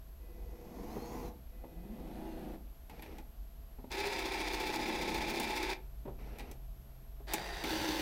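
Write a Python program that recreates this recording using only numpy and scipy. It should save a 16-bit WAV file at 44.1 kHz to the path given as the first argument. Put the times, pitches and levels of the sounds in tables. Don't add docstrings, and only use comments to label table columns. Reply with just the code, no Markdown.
import sys
import numpy as np
from scipy import signal
from scipy.fft import rfft, irfft
from scipy.io import wavfile
from scipy.ndimage import uniform_filter1d

SR = 44100
rng = np.random.default_rng(int(sys.argv[2]) if len(sys.argv) > 2 else 0)


def transcribe(signal):
    frames = np.atleast_2d(signal).T
    limited = np.clip(frames, -1, 1)
    pcm = np.round(limited * 32767).astype(np.int16)
    wavfile.write(sys.argv[1], SR, pcm)


N = 353241
TIME = np.arange(N) / SR

# start_s, stop_s, rumble_db, treble_db, boom_db, boom_rate_hz
BELT_MOTOR_RUNS = [(0.19, 1.289, -43, -59, -52, 290), (1.506, 2.56, -43.5, -62, -45.5, 220)]
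# time_s, tooth_rate_hz
BELT_TOOTH_RATE = [(.2, 110), (.7, 232), (.78, 288), (.84, 305), (.95, 356), (1.01, 350), (1.18, 383),
                   (1.38, 290), (1.5, 110), (1.8, 183), (1.89, 215), (1.96, 255), (2.08, 304), (2.16, 335),
                   (2.25, 353), (2.42, 345), (2.53, 322), (2.62, 260)]
# tooth_rate_multiple, relative_db
BELT_ORDERS = [
    [(2.7, 7), (9, -9), (12, -6), (15, -6), (18, -9), (36, -8)],
    [(2.4, 9), (5.25, -7), (8, -6), (12, -11), (15, -14), (18, -12)],
]
# frequency_hz, gain_db
BELT_RUMBLE_SPECTRA = [
    [(65, -41), (110, -12.5), (190, -1), (301, -8), (344, 3), (423, -11), (483, 2.5), (546, -14), (663, -7),
     (1050, -13.5), (1340, -29), (2000, -32), (2600, -48), (4400, -120)],
    [(65, -59), (110, -14), (165, -3), (290, -5.5), (355, 0), (455, -16), (495, -4.5), (587, -14),
     (671, -7.5), (835, -11.5), (1130, -24.5), (2000, -38), (2600, -54), (4400, -120)],
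]
BELT_HISS_SPECTRA = [
    [(760, -31), (1300, -1.5), (1720, -5), (2150, 0.5), (3000, -8.5), (3740, -8), (6300, -5), (8440, -17.5),
     (11900, -7), (15800, -14)],
    [(760, -28), (1300, -8), (1850, -3), (3060, -7.5), (3470, -8), (6100, -16.5), (7520, -19.5),
     (11700, -14), (15800, -22)],
]
# pitch_hz, level_db
WINDING_TONES = [(500.6, -68.5), (2003, -78), (2503, -81), (4506, -89)]

# start_s, stop_s, level_db
STACKER_STROKE = (3.899, 5.733, -39)
PLATE_STRAIN = (4.62, 5.42, -45)
GUIDE_SLIDES = [(2.897, 3.2, -55.5), (6.185, 6.523, -55)]
# time_s, rotation_hz
STACKER_SPEED = [(3.90, 30.8), (3.97, 32.47), (4.07, 33.34), (4.3, 31.49), (4.55, 31.01), (4.8, 31.36),
                 (5.3, 30.85), (5.5, 31.43), (5.75, 31.33)]
FEED_SPEED = [(7.26, 45), (7.36, 45.5), (7.45, 49.6)]
ROLLER_SPEED = [(7.62, 25), (7.67, 33), (7.72, 38.4), (7.86, 38.3), (8.01, 37.2)]
# shaft_multiple, relative_db
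STACKER_ORDERS = [(7, -26.5), (10, -13.5), (11, -13), (12, -11), (13, -19), (15, -20.5), (16, -17.5),
                  (28, -13)]
FEED_ORDERS = [(3.6, -14), (7.2, -14), (14.2, -19), (37, -19), (40, -20), (55, -20), (76, -20), (80, -19),
               (95, -20), (97, -22), (120, -24)]
ROLLER_ORDERS = [(8.2, -17), (23, -19), (40, -22), (43, -22), (52, -24), (80, -24), (93, -22), (120, -14.5)]
# frequency_hz, gain_db
STACKER_SPECTRUM = [(120, -15), (220, -13.5), (350, -0.5), (600, -9.5), (850, -1), (1170, -18),
                    (2200, -4.5), (2950, -17), (3600, -10.5), (4900, -16), (5500, -18.5), (7800, -27),
                    (12000, -31), (15800, -37)]
FEED_SPECTRUM = [(76, -34), (130, -6.5), (247, -21), (348, -2), (470, -8.5), (842, -6), (1140, -15),
                 (1770, -9), (3040, -17), (3800, -17.5), (4200, -20), (4730, -22), (15800, -32)]
ROLLER_SPECTRUM = [(76, -48), (130, -12), (273, -10.5), (315, -1.5), (434, -11.5), (530, -7), (635, -16),
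                   (912, -8.5), (1160, -20), (1480, -14.5), (3230, -17), (4550, -17), (6660, -27.5),
                   (14300, -34), (15800, -34)]
GUIDE_SPECTRUM = [(76, -15), (130, -1), (490, -1), (556, -6.5), (860, -8), (1190, -19), (1280, -12.5),
                  (1510, -18.5), (2560, -14), (3180, -24), (6010, -27.5), (6830, -39), (10000, -36),
                  (13000, -68), (22000, -120)]
CLICK_SPECTRUM = [(90, -39), (160, -5), (360, 4.5), (600, -8), (850, 7.5), (1230, -16.5), (1800, -4.5),
                  (2400, 0.5), (3020, -10.5), (3600, -8.5), (5100, -16.5), (7000, -24), (15000, -25)]
CRACK_SPECTRUM = [(2500, -17), (6000, 0), (9000, -2.5), (11500, -2.5), (15800, -3.5)]
KNOCK_SPECTRUM = [(71, -9), (120, -1.5), (431, -1.5), (627, -6), (927, -8), (1460, -25.5), (2480, -27.5),
                  (3080, -37), (3720, -36), (5000, -53), (6500, -90), (11000, -120)]
# centre_hz, width_hz, gain_db
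BELT_MODES = [(1850, 200, 7), (2800, 400, 3), (3750, 300, 7), (4350, 300, 7), (5150, 200, 4),
              (5800, 300, 6), (6500, 350, 8)]
STACKER_MODES = [(347, 60, 2), (890, 114, 4), (1064, 120, 4.5), (1275, 29, 7.5), (1313, 61, 3.5),
                 (1726, 51, 4.5), (2170, 50, 0), (2370, 68, 7), (2657, 240, 7), (3520, 270, 4),
                 (4930, 110, 9), (9300, 340, 4), (14200, 700, -2)]
FEED_MODES = [(846, 240, 4), (1900, 220, 4), (3780, 300, 10.5), (4790, 460, 13), (5930, 200, 8)]
ROLLER_MODES = [(318, 48, 5.5), (867, 140, 1), (1200, 126, -4), (1560, 180, 1.5), (3560, 180, 4.5),
                (4500, 250, 1.5), (6070, 180, 8), (14000, 1500, 7)]

# start_s, strength_db, brightness_db, t60_s
LATCH_CLICKS = [(2.896, -34, -21, 0.064), (2.994, -34, -33, 0.029), (3.022, -33.5, -27, 0.11),
                (3.031, -37, -26, 0.066), (3.06, -36, -25, 0.09), (3.183, -33, -20, 0.076),
                (5.398, -21, -11.5, 0.05), (6.385, -33, -16, 0.067), (6.394, -30.5, -22, 0.069),
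                (6.403, -29, -28, 0.069), (6.513, -36, -9, 0.044), (7.323, -30, -22, 0.046),
                (7.335, -16, -8.5, 0.08), (7.34, -22.5, -11, 0.036), (7.638, -20, -22, 0.08)]
# start_s, peak_db, t60_s, ring_hz
SLACK_KNOCKS = [(0.423, -47, 0.07, 345), (0.955, -30, 0.18, 462), (1.637, -37.5, 0.069, 900),
                (2.374, -42, 0.082, 334), (3.784, -40.5, 0.1, 250), (3.841, -33.5, 0.042, 253),
                (6.053, -32.5, 0.18, 357), (6.075, -31, 0.11, 353), (7.2, -43.5, 0.09, 363)]
# start_s, peak_db, pitch_hz, half_width_hz
SPRING_PING = (3.022, -41, 11400, 1100)

# pitch_hz, level_db
STEADY_HUM = [(667, -75), (10002, -87)]
PARKED_HUM = [(129, -61.5)]
# frequency_hz, gain_db
RUMBLE_SPECTRUM = [(8.8, -56), (15, -9.5), (49, -1), (95, -21), (128, -20), (186, -31.5), (224, -25.5),
                   (243, -30.5), (513, -36), (671, -34), (767, -36.5), (976, -40), (2120, -47), (3090, -47),
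                   (9000, -54.5), (11700, -88), (19800, -120)]
# centre_hz, width_hz, gain_db
RUMBLE_MODES = [(46.4, 7, 4.5), (73.2, 6.5, 8.5), (98, 18.5, -9), (174, 22, 3.5)]
# frequency_hz, t60_s
ROOM_DECAY = [(150, 0.5), (1000, 0.29), (4000, 0.19), (15000, 0.094)]

BELT_RISE_S, BELT_COAST_S, TREBLE_COAST_S = 0.017, 0.036, 0.018
RUMBLE_DB_PER_OCTAVE, TREBLE_DB_PER_OCTAVE = 12, 15
LUMP_DB, LUMP_RATE_HZ = 1.1, 45
FEED_ON_S, ENGAGE_S, FEED_OFF_S, FEED_COAST_S = 7.269, 7.634, 8.1, 0.0062


def belt(tooth_count=12, dull_hz=500, boom_width_hz=39):
    mesh = shaft(BELT_TOOTH_RATE, flutter=.008)
    turns = mesh / tooth_count
    speed_octaves = octaves(BELT_TOOTH_RATE)
    speed_ratio = 2 ** speed_octaves
    lowpass = signal.butter(2, dull_hz, fs=SR, output="sos")
    out = np.zeros(N)
    runs = zip(BELT_MOTOR_RUNS, BELT_RUMBLE_SPECTRA, BELT_HISS_SPECTRA, BELT_ORDERS)
    for (start, stop, rumble_db, treble_db, boom_db, boom_rate_hz), body, treble, orders in runs:
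        chatter = teeth(turns, repeat=.7, grit_db=2) * gain_of(LUMP_DB * drift(LUMP_RATE_HZ))
        rumble = unit_rms(colour(chatter, body))
        dull = signal.sosfiltfilt(lowpass, rumble)
        rumble = dull + speed_ratio * (rumble - dull)
        rumble *= gain_of(rumble_db + RUMBLE_DB_PER_OCTAVE * speed_octaves)
        resonance = np.exp(-((curve(BELT_TOOTH_RATE) - boom_rate_hz) / boom_width_hz) ** 2)
        boom = resonance * whine(mesh, [(0.95, boom_db)], waver=0.24)
        gear_whine = colour(whine(mesh, orders, waver=.9), [(2500, -10), (7000, -10)], BELT_MODES)
        hiss = unit_rms(colour(teeth(turns, repeat=0.43, grit_db=3), treble))
        highs = hiss + speed_ratio * gear_whine
        highs *= gain_of(treble_db + TREBLE_DB_PER_OCTAVE * speed_octaves)
        out += running(start, stop, BELT_RISE_S, BELT_COAST_S) * (rumble + boom)
        out += running(start, stop, BELT_RISE_S, TREBLE_COAST_S) * highs
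    return out


def stacker(wheel_hz=14.6, bind_s=4.543, db_per_octave=9):
    turns = shaft(STACKER_SPEED, flutter=0.0056)
    turns -= np.interp(bind_s, TIME, turns)
    wheel = wheel_hz * (TIME - bind_s)
    load = throb(turns, depth_db=1.6) * throb(wheel, depth_db=1.5) * throb(4 * turns, depth_db=.6)
    impacts = load * teeth(turns, repeat=0.21, grit_db=1.5)
    chatter = unit_rms(colour(impacts, STACKER_SPECTRUM, STACKER_MODES))
    pressure = throb(wheel, depth_db=5) * throb(turns, depth_db=2) * gain_of(1.8 * drift(30))
    friction = pressure * teeth(turns, repeat=0.077, grit_db=4.5)
    scrape = unit_rms(colour(friction, [(2000, -20), (4500, 5), (6500, -3), (8000, -6), (15800, -8)]))
    gears = chatter + gain_of(-12.5) * scrape + load * whine(turns, STACKER_ORDERS, waver=0.29)
    start, stop, level_db = STACKER_STROKE
    gears *= gain_of(level_db + db_per_octave * octaves(STACKER_SPEED))
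    return running(start, stop, rise_s=0.023, coast_s=0.011) * gears + plate_judder(turns)


def plate_judder(turns):
    start, stop, level_db = PLATE_STRAIN
    force = teeth(turns, repeat=.2, grit_db=3)
    plate = colour(force, [(90, -22), (150, -2.5), (220, 0.5), (500, -6.5), (800, -13), (1500, -43)])
    return gain_of(level_db) * running(start, stop, rise_s=0.18, coast_s=0.056) * unit_rms(plate)


def feed(free_db=-44.5, roller_db=-37, db_per_octave=12):
    free_turns = shaft(FEED_SPEED, flutter=.005)
    roller_turns = shaft(ROLLER_SPEED, flutter=.003)
    free_whine = whine(free_turns, FEED_ORDERS, waver=.45)
    roller_whine = whine(roller_turns, ROLLER_ORDERS, waver=.3)
    free_chatter = colour(teeth(free_turns, repeat=0.29, grit_db=3), FEED_SPECTRUM, FEED_MODES)
    roller_chatter = colour(teeth(roller_turns, repeat=0.35, grit_db=2.4), ROLLER_SPECTRUM, ROLLER_MODES)
    motor = gain_of(free_db) * (unit_rms(free_chatter) + free_whine)
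    rollers = unit_rms(roller_chatter) + roller_whine
    rollers *= gain_of(roller_db + db_per_octave * octaves(ROLLER_SPEED))
    return (motor * running(FEED_ON_S, ENGAGE_S, rise_s=0.011, coast_s=FEED_COAST_S)
            + rollers * running(ENGAGE_S, FEED_OFF_S, rise_s=0.004, coast_s=FEED_COAST_S))


def latches():
    out = np.zeros(N)
    for start, strength_db, brightness_db, t60_s in LATCH_CLICKS:
        click = impact(CLICK_SPECTRUM, t60_s, rise_s=0.00068)
        crack = impact(CRACK_SPECTRUM, t60_s=0.034, rise_s=.0008)
        add(out, start, gain_of(strength_db - 7.5) * click)
        add(out, start, gain_of(strength_db + brightness_db + 4) * crack)
    return out


def knocks(width_hz=60, ring_db=9):
    out = np.zeros(N)
    for start, peak_db, t60_s, ring_hz in SLACK_KNOCKS:
        knock = impact(KNOCK_SPECTRUM, t60_s, rise_s=0.0017, modes=[(ring_hz, width_hz, ring_db)])
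        add(out, start, gain_of(peak_db) * knock)
    return out


def spring():
    start, peak_db, pitch_hz, half_width_hz = SPRING_PING
    mode = (pitch_hz, 2 * half_width_hz, 20)
    ping = impact([(3000, -33), (9000, -18)], t60_s=0.025, rise_s=.0004, modes=[mode])
    out = np.zeros(N)
    add(out, start, gain_of(peak_db) * ping)
    return out


def guides(rotation_hz=62):
    chatter = unit_rms(colour(teeth(rotation_hz * TIME, repeat=0.091, grit_db=1.5), GUIDE_SPECTRUM))
    return chatter * sum(gain_of(level_db) * running(start, stop, rise_s=0.0026, coast_s=0.013)
                         for start, stop, level_db in GUIDE_SLIDES)


def windings():
    powered = sum(running(start, stop, BELT_RISE_S) for start, stop, *_ in BELT_MOTOR_RUNS)
    return powered * tones(WINDING_TONES)


def reverberation(x, gap_s=.006):
    reflections = rng.standard_normal(SR // 2) * (TIME[:SR // 2] > gap_s)
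    hz, t, bands = signal.stft(reflections, SR, nperseg=256)
    decay = gain_of(-60 * t / value_at(ROOM_DECAY, hz)[:, None])
    tail = signal.istft(bands * decay, SR, nperseg=256)[1]
    return signal.fftconvolve(x, tail / np.linalg.norm(tail))[:N]


def background(rumble_db=-48, hiss_db=-75):
    hz = np.fft.rfftfreq(N, 1 / SR)
    response = gain_of(value_at(RUMBLE_SPECTRUM, hz) + resonance_db(RUMBLE_MODES, hz))
    rumble = unit_rms(irfft(rfft(rng.standard_normal(N)) * response, N))
    hiss = unit_rms(colour(rng.standard_normal(N), [(5000, -30.5), (9500, -5), (15800, -4)]))
    hum = tones(STEADY_HUM) + running(start_s=5.78, stop_s=7.27) * tones(PARKED_HUM)
    return gain_of(rumble_db) * rumble + gain_of(hiss_db) * hiss + hum


def whistle(pitch_hz=11733, switch_hz=68.2, level_db=-70):
    polarity = np.tanh(12 * np.sin(2 * np.pi * switch_hz * TIME))
    return polarity * tones([(pitch_hz, level_db)])


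def shaft(speed, flutter):
    return np.cumsum(curve(speed) * (1 + flutter * drift(40))) / SR


def teeth(turns, repeat, grit_db, flaw_count=1024):
    flaws = signal.resample(rng.standard_normal(flaw_count), 8 * flaw_count)
    worn = np.interp(turns % 1, np.linspace(0, 1, len(flaws)), flaws)
    loose = rng.standard_normal(N) * gain_of(grit_db * drift(400))
    return np.sqrt(repeat) * unit_rms(worn) + np.sqrt(1 - repeat) * unit_rms(loose)


def whine(turns, orders, waver):
    return sum(sine(order * turns, db) * unit_rms(1 + waver * drift(25)) for order, db in orders)


def throb(turns, depth_db):
    return gain_of(depth_db * np.cos(2 * np.pi * turns))


def running(start_s, stop_s, rise_s=.004, coast_s=.004):
    return (1 - np.exp(-np.maximum(TIME - start_s, 0) / rise_s)) * np.exp(
        -np.clip((TIME - stop_s) / coast_s, 0, 20))


def impact(spectrum, t60_s, rise_s, modes=()):
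    t = TIME[:SR // 4]
    burst = rng.standard_normal(len(t)) * gain_of(-60 * t / t60_s) * (1 - np.exp(-t / rise_s))
    sound = colour(burst, spectrum, modes)
    loudest_rms = np.sqrt(uniform_filter1d(sound ** 2, 256).max())
    return sound / (3 * loudest_rms)


def colour(x, spectrum, modes=()):
    hz = abs(np.fft.fftfreq(4096, 1 / SR))
    log_gain = np.maximum(value_at(spectrum, hz) + resonance_db(modes, hz), -100) * np.log(10) / 20
    ring = np.fft.ifft(np.exp(np.conj(signal.hilbert(log_gain)))).real
    return signal.oaconvolve(x, ring[:len(ring) // 2])[:len(x)]


def resonance_db(modes, hz):
    return sum(db / (1 + (2 * (hz - centre) / width) ** 2) for centre, width, db in modes)


def tones(rows):
    return sum(sine(pitch_hz * TIME, level_db) for pitch_hz, level_db in rows)


def sine(cycles, rms_db):
    return gain_of(rms_db) * np.sqrt(2) * np.sin(2 * np.pi * (cycles + rng.random()))


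def drift(rate_hz):
    knots = rng.standard_normal(N // 100)
    return unit_rms(np.interp(TIME * rate_hz, np.arange(len(knots)), knots))


def octaves(speed):
    return np.log2(curve(speed) / curve(speed).max())


def curve(rows):
    return np.interp(TIME, *np.transpose(rows))


def value_at(rows, hz):
    frequency_hz, value = np.transpose(rows)
    return np.interp(np.log(hz + 1), np.log(frequency_hz + 1), value)


def gain_of(db):
    return 10 ** (np.asarray(db) / 20)


def unit_rms(x):
    return x / np.sqrt(np.mean(x ** 2) + 1e-20)


def add(mix, start_s, sound):
    part = mix[round(start_s * SR):][:len(sound)]
    part += sound[:len(part)]


def scene():
    motors = belt() + guides() + stacker() + feed()
    impacts = latches() + knocks() + spring()
    tail = reverberation(gain_of(-12.5) * motors + gain_of(-11) * impacts)
    return (motors + impacts + tail + windings() + background() + whistle())[None]


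def record(dry):
    cutoff_hz = 15900
    lowpass = signal.firwin(511, cutoff_hz, window=("kaiser", 9), fs=SR)
    return signal.oaconvolve(dry, lowpass[None], "same")


dry = scene()
out = record(dry)
transcribe(out)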